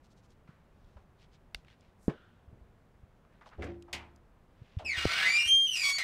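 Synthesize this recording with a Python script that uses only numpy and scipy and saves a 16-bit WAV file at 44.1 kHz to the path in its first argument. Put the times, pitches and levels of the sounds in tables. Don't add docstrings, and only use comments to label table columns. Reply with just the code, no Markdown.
import sys
import numpy as np
from scipy import signal
from scipy.fft import rfft, irfft, next_fast_len
from scipy.io import wavfile

SR = 44100
rng = np.random.default_rng(int(sys.argv[2]) if len(sys.argv) > 2 else 0)


def bounce(signal):
    frames = np.transpose(np.atleast_2d(signal))
    limited = np.clip(frames, -1, 1)
    pcm = np.round(limited * 32767).astype(np.int16)
    wavfile.write(sys.argv[1], SR, pcm)


N = 265923
T = np.arange(N) / SR
TOP_HZ = 15700

# frequency in Hz, relative level in dB.
YARD_SPECTRUM = [(12, -26), (20, -1), (22, 2.5), (70, -0.5), (198, -5), (327, -14), (376, -11), (433, -14),
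                 (484, -13), (973, -18), (1480, -22), (2520, -29.5), (4790, -39.5), (15900, -48.5)]
# start in seconds, level in dB, centre in Hz, t60 in seconds.
TABLE_KNOCKS = [(.475, -63.5, 1160, 0.55), (.969, -57, 740, 0.14), (1.6475, -53, 1600, 0.012),
                (1.683, -54, 1600, .022), (2.082, -33.5, 337, 0.18), (2.096, -46.5, 1280, 0.092),
                (3.25, -61, 1000, 0.029)]
# centre in Hz, width in Hz, level in dB, t60 in seconds.
KNOCK_RING_BANDS = [(1440, 520, -58, 0.82), (3070, 1400, -67.5, 1)]
# start in seconds, peak in dB, frequency in Hz.
MIC_BUMPS = [(.49, -43.5, 146), (.844, -51.5, 36), (.959, -45, 63), (1.547, -43.5, 45), (2.477, -46, 75),
             (2.527, -46.5, 113), (2.61, -47.5, 57), (3.032, -46.5, 81), (4.616, -40.5, 106),
             (4.768, -26.5, 88), (4.975, -39.5, 85), (5.46, -43.5, 75), (5.535, -45, 65)]
# middle in seconds, half length in seconds, level in dB, centre in Hz.
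RUSTLE_SWELLS = [(.895, 0.18, -82, 3340), (1.223, .032, -67.5, 2770), (1.343, .023, -69.5, 3100),
                 (1.71, .039, -67, 2290), (1.849, 0.061, -75.5, 2560), (2.055, 0.047, -71, 7300),
                 (2.557, 0.072, -65.5, 266), (3.351, 0.046, -71, 1520), (3.482, .022, -65, 3300),
                 (3.535, 0.023, -57.5, 1160), (3.667, 0.067, -57.5, 1640), (4.712, .14, -71.5, 2310)]
# frequency in Hz, relative level in dB, t60 in seconds.
CLICK_MODES = [(480, -17, 0.011), (717, -13, .012), (1560, -7, 0.0099), (2120, -4, 0.013),
               (2763, -2.5, .011), (3740, -1.5, 0.0082), (4586, -1.5, 0.0083), (5480, -12.5, 0.0086),
               (8400, -17, 0.0078)]
# start in seconds, level in dB, centre in Hz.
HANDLING_TICKS = [(1.556, -53, 3600), (1.809, -60, 4650), (3.824, -46.5, 4000), (4.161, -57, 5900)]
# start in seconds, peak in dB, frequency in Hz,
# then the after-swing's peak in dB, frequency in Hz and t60 in seconds.
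MIC_THUMPS = [(2.081, -12, 253, -26.5, 144, 0.072), (5.054, -13, 370, -25.5, 90, 0.05)]
# start in seconds, level in dB, centre in Hz, t60 in seconds.
LATCH_RATTLES = [(3.411, -53, 1090, 0.18), (3.46, -49, 804, 0.13), (3.589, -49.5, 496, 0.34),
                 (3.622, -42, 1660, .17), (3.63, -44.5, 450, 0.4), (3.641, -60, 6000, .08),
                 (3.881, -58.5, 820, 0.5), (4.787, -53, 2800, 0.18), (4.794, -46.5, 640, 0.39)]
# frequency in Hz, relative level in dB, t60 in seconds.
CABINET_MODES = [(75.1, 5.5, 0.8), (107, -1, 0.61), (155.2, -14, 0.8), (194, -4, 0.42), (250.6, -4, .42),
                 (290.4, -7.5, 0.84), (345.4, -0.5, 0.7), (409, -5.5, 0.42), (563, -9, 0.25),
                 (732, -12, .25), (755, -10.5, 0.304)]
# start in seconds, peak in dB.
CABINET_BLOWS = [(3.582, -33), (3.63, -33.5), (3.68, -36), (3.928, -42), (4.829, -45.5), (4.975, -45)]
# centre in Hz, width in Hz, level in dB, t60 in seconds.
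SNAP_BANDS = [(830, 1070, -47, .53), (2320, 1400, -37, 0.26), (4200, 5100, -36.5, 0.12)]
# frequency in Hz, width in Hz, relative gain in dB.
DOOR_RESONANCES = [(786, 35, 7), (944, 51, 5), (1152, 18, 6), (1225, 23, 6.5), (1358, 54, 3),
                   (1510, 6.5, 13), (1690, 9.2, 6), (1875, 16, 12.5), (2037, 13, 11.5), (2155, 14, 11),
                   (2282, 21, 10), (2780, 10, 10.5), (2836, 13, 13.5), (2990, 11, 7), (3280, 20.2, 9),
                   (3598, 51, 8.5), (3960, 45, 9.5), (4333, 47, 9), (4816, 66, 7.5), (5240, 10, 8.5)]
# time in seconds, slip rate in Hz, squeal drive in dB.
DOOR_SWING = [(4.846, 2740, -41), (4.86, 2581, -36), (4.922, 2090, -34), (4.945, 1880, -42.5),
              (5.0, 1480, -44), (5.07, 1289, -47.5), (5.16, 1500, -38), (5.24, 1721, -34.5),
              (5.28, 2250, -30.5), (5.335, 2400, -35), (5.375, 2738, -34), (5.46, 2859, -31.5),
              (5.58, 3250, -37), (5.69, 3045, -32), (5.735, 2931, -34.5), (5.765, 2522, -32.5),
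              (5.83, 2387, -30.5), (5.98, 2123, -35.5), (6.03, 2030, -37.5)]
# time in seconds, level in dB, relative treble in dB.
GRIND_LEVELS = [(4.84, -72, -24), (4.98, -37, -16.5), (5.24, -29.5, -17), (5.34, -39, -12),
                (5.47, -47.5, -5), (5.54, -66.5, -3), (5.73, -59, 2), (5.77, -47, 2.5), (5.9, -41.5, 3.5),
                (5.97, -50, -6.5)]
# frequency in Hz, gain in dB.
GRIND_FILTER = [(300, -18.5), (700, -11), (1050, -4.5), (1400, -4.5), (2200, 2), (3500, -0.5),
                (5000, -10.5), (7000, -27), (10000, -28.5), (16000, -29)]
# start, rise and length in seconds, pitch and initial offset
# in Hz, level in dB, fade in dB per second, ring-out t60 in seconds, relative levels of overtones and
# half-rate tones in dB, squeal ducking in dB.
HINGE_WHISTLES = [(5.245, 0.018, 0.029, 2029, 8, -26, 0, 0.21, -26, -45, 6),
                  (5.289, 0.083, 0.089, 2395, -64.5, -24, 0, 0.35, -13, -25.5, 4),
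                  (5.35, .02, 0.077, 2585, -69, -40, 0, .08, -3.5, -11, 0),
                  (5.464, 0.065, .2, 3196, -49.5, -19, 60, 0.047, -21.5, -60, 26),
                  (5.825, .022, 0.102, 2243, 10, -28, 60, 0.097, -8, -9, 10),
                  (5.915, 0.021, 0.061, 2250, -6, -37.5, 38, .05, 3, -14, 18)]
SWING_START_S = DOOR_SWING[0][0]


def undb(db):
    return 10 ** (np.asarray(db) / 20)


def unit(x):
    return x / np.sqrt(np.mean(x ** 2))


def add(out, start_s, sound):
    i = int(start_s * SR)
    out[i:i + len(sound)] += sound[:N - i]


def colour(x, outline):
    hz, db = np.transpose(outline)
    n = next_fast_len(len(x), real=True)
    bins_hz = np.arange(n // 2 + 1) * SR / n
    gain = undb(np.interp(np.log(bins_hz + 1), np.log(hz), db))
    return irfft(rfft(x, n) * gain, n)[:len(x)]


def resonate(x, hz, width_hz):
    g, k = np.tan(np.pi * min(hz, TOP_HZ) / SR), width_hz / hz
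    return signal.lfilter([g * k, 0, -g * k], [1 + g * k + g * g, 2 * g * g - 2, 1 - g * k + g * g], x)


def band(x, hz, width_hz, order=2):
    for _ in range(order):
        x = resonate(x, hz, 0.9 * width_hz)
    return unit(x)


def wander(rate_hz, size=N):
    steps = rng.standard_normal(size // 16)
    return unit(np.interp(T[:size] * rate_hz, np.arange(len(steps)), steps))


def burst(hz, width_hz, db, t60_s):
    return band(rng.standard_normal(SR), hz, width_hz) * undb(db - 60 * T[:SR] / t60_s)


def strike(modes, peak_db, rise_s, scatter_db):
    t = T[:SR]
    offsets_db = scatter_db * rng.standard_normal(len(modes))
    x = sum(undb(db + offset_db - 60 * t / t60_s) * np.sin(2 * np.pi * hz * t)
            for offset_db, (hz, db, t60_s) in zip(offsets_db, modes))
    x *= 1 - np.exp(-t / rise_s)
    return undb(peak_db) * x / np.abs(x).max()


def jolt(hz, peak_db, t60_s):
    t = T[:SR // 2]
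    x = np.sin(2 * np.pi * hz * t) * undb(-60 * t / t60_s) * np.minimum(2 * hz * t, 1)
    return undb(peak_db) * x / np.abs(x).max()


def grainy_swells(swells, grain_db=3):
    out, t = np.zeros(N), T[:SR // 2]
    for middle_s, half_s, db, hz in swells:
        noise = rng.standard_normal(len(t))
        grains = undb(grain_db * np.repeat(rng.standard_normal(len(t)), 64)[:len(t)])
        start_s = max(middle_s - 2 * half_s, 0)
        envelope = undb(db) * np.exp(-((t + start_s - middle_s) / half_s) ** 2)
        add(out, start_s, band(noise * grains, hz, 1.79 * hz, order=3) * envelope)
    return out


def yard(level_db=-62, drift_db=0.13):
    return unit(colour(rng.standard_normal(N), YARD_SPECTRUM)) * undb(level_db + drift_db * wander(12))


def shaker(start_s=0.054, period_s=0.065, half_s=0.018, level_db=-73.5, centre_hz=4450):
    return grainy_swells([(start_s + k * period_s, half_s, level_db, centre_hz) for k in range(5)])


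def knocks(ring_start_s=2.1):
    out = np.zeros(N)
    for start_s, db, hz, t60_s in TABLE_KNOCKS:
        add(out, start_s, burst(hz, 1.28 * hz, db, t60_s))
    add(out, ring_start_s, sum(burst(*row) for row in KNOCK_RING_BANDS))
    return out


def bumps(t60_cycles=4.5):
    out = np.zeros(N)
    for start_s, db, hz in MIC_BUMPS:
        add(out, start_s, jolt(hz, db, t60_cycles / hz))
    return out


def rustles():
    return grainy_swells(RUSTLE_SWELLS)


def sharp_click(start_s=1.5462):
    out = np.zeros(N)
    add(out, start_s, strike(CLICK_MODES, peak_db=-24, rise_s=0.00088, scatter_db=1))
    add(out, start_s, burst(hz=4430, width_hz=11500, db=-37.5, t60_s=0.0075))
    add(out, start_s, burst(hz=3470, width_hz=4020, db=-64, t60_s=0.24))
    return out


def ticks():
    out = np.zeros(N)
    for start_s, db, hz in HANDLING_TICKS:
        add(out, start_s, burst(hz, width_hz=hz, db=db, t60_s=0.01))
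    return out


def thumps(t60_cycles=2.1, after_delay_s=0.0029):
    out = np.zeros(N)
    for start_s, db, hz, after_db, after_hz, after_t60_s in MIC_THUMPS:
        add(out, start_s, jolt(hz, db, t60_cycles / hz))
        add(out, start_s + after_delay_s, jolt(after_hz, after_db, after_t60_s))
    return out


def latch(snap_s=3.929):
    out = np.zeros(N)
    for start_s, db, hz, t60_s in LATCH_RATTLES:
        add(out, start_s, burst(hz, 0.9 * hz, db, t60_s))
    for start_s, db in CABINET_BLOWS:
        add(out, start_s, strike(CABINET_MODES, db, rise_s=0.0038, scatter_db=2.5))
    add(out, snap_s, sum(burst(*row) for row in SNAP_BANDS))
    return out


def swing_curves(table):
    times_s, *columns = np.transpose(table)
    return [np.interp(T[int(SWING_START_S * SR):], times_s, column) for column in columns]


def door(drive, wash_t60_s, strong_db=-1, weak_count=320):
    t = T[:SR // 6]
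    place, size, turn = rng.random((weak_count, 3)).T[:, :, None]
    weak_hz = (np.arange(weak_count)[:, None] + place) / weak_count * TOP_HZ
    weak = np.sum(size * np.sin(2 * np.pi * (weak_hz * t + turn)), axis=0) * undb(-60 * t / wash_t60_s)
    wash = signal.fftconvolve(drive, unit(weak) / np.sqrt(len(t)))[:len(drive)]
    strong = sum(undb(db) * resonate(drive, hz, width_hz) for hz, width_hz, db in DOOR_RESONANCES)
    return (wash + undb(strong_db) * strong) / np.sqrt(2)


def flutter(phase, rough_share, rate_hz):
    steady = np.sin(phase)
    shaky = wander(rate_hz, len(phase)) * steady + wander(rate_hz, len(phase)) * np.cos(phase)
    return np.sqrt(1 - rough_share) * steady + np.sqrt(rough_share / 2) * shaky


def held(t, rise_s, length_s, release_s=0.011):
    return np.clip(t / rise_s, 0, 1) * np.clip((length_s - t) / release_s + 0.5, 0, 1)


def squeal(rough_share=0.403, fall_db=8.5, direct_db=-5, door_db=-2.5):
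    slip_hz, drive_db = swing_curves(DOOR_SWING)
    _, treble_db = swing_curves(GRIND_LEVELS)
    t = T[-len(slip_hz):]
    for start_s, rise_s, length_s, *_, duck_db in HINGE_WHISTLES:
        drive_db -= duck_db * held(t - start_s, rise_s, length_s)
    jitter = 0.026 * rough_share * wander(500, len(t))
    phase = 2 * np.pi * np.cumsum(slip_hz * (1 + jitter)) / SR
    tone = flutter(phase, rough_share, rate_hz=380)
    for k in range(2, 7):
        partial_db = -6 + 0.21 * treble_db - fall_db * (k - 2) ** 1.06
        tone += undb(partial_db) * flutter(k * phase, rough_share, rate_hz=240) * (k * slip_hz < SR / 2)
    tone *= np.sqrt(2) * undb(drive_db)
    return undb(direct_db) * tone + undb(door_db) * door(tone, wash_t60_s=0.25)


def grinding(slips_per_s=3500, spread_db=4, scrape_s=5.984, scrape_db=-34.5, scrape_t60_s=0.27):
    level_db, treble_db = swing_curves(GRIND_LEVELS)
    t = T[-len(level_db):]
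    slips = (rng.random(len(t)) < slips_per_s / SR) * undb(spread_db * rng.standard_normal(len(t)))
    ringing = door(slips - slips.mean(), wash_t60_s=0.17)
    body = unit(colour(ringing, GRIND_FILTER))
    rasp = band(ringing, hz=5780, width_hz=8400)
    flicker_db = 1.65 * wander(120.2, len(t))
    grind = (body + undb(treble_db) * rasp) * undb(level_db + flicker_db)
    decay = (t > scrape_s) * undb(-60 * np.maximum(t - scrape_s, 0) / scrape_t60_s)
    scrape = undb(scrape_db) * decay * (body + undb(-3) * decay * rasp)
    return grind + scrape


def whistles(waver=0.00044, settle_s=0.0607, buzz_rise_s=0.019, fall_db=9):
    out, t = np.zeros(N), T[:SR // 2]
    for row in HINGE_WHISTLES:
        start_s, rise_s, length_s, hz, offset_hz, db, fade_db_per_s, t60_s, overtone_db, half_db, _ = row
        pitch_hz = hz * (1 + waver * wander(70, len(t))) + offset_hz * np.exp(-(t / settle_s) ** 2)
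        phase = 2 * np.pi * np.cumsum(pitch_hz) / SR
        buzz = np.zeros(len(t))
        for k in range(2, 7):
            partial_db = overtone_db - fall_db * (k - 2) ** 1.06 + 2 * wander(35, len(t))
            buzz += undb(partial_db) * np.sin(k * phase)
        for ratio, trim_db in zip((0.5, 1.5, 2.5, 3.5), (-9, 0, -5, -10)):
            buzz += undb(half_db + trim_db) * flutter(ratio * phase, rough_share=0.79, rate_hz=200)
        buzz *= held(t, buzz_rise_s, length_s)
        ring_out = undb(-60 * np.maximum(t - length_s, 0) / t60_s)
        tone = np.sin(phase) * np.minimum(t / rise_s, 1) * ring_out
        gain = np.sqrt(2) * undb(db - fade_db_per_s * np.maximum(t - rise_s, 0))
        add(out, start_s, gain * (tone + buzz))
    return out


def hinges(onset_s=0.0044):
    out = whistles()
    rough = squeal() + grinding()
    add(out, SWING_START_S, rough * np.minimum(T[:len(rough)] / onset_s, 1))
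    return out


def scene():
    mono = yard() + shaker() + knocks() + bumps() + rustles() + sharp_click() + ticks() + thumps()
    mono += latch() + hinges()
    return np.array([mono, mono])


def record(dry):
    return signal.sosfilt(signal.ellip(10, 0.2, 80, TOP_HZ, fs=SR, output="sos"), dry)


dry = scene()
out = record(dry)
bounce(out)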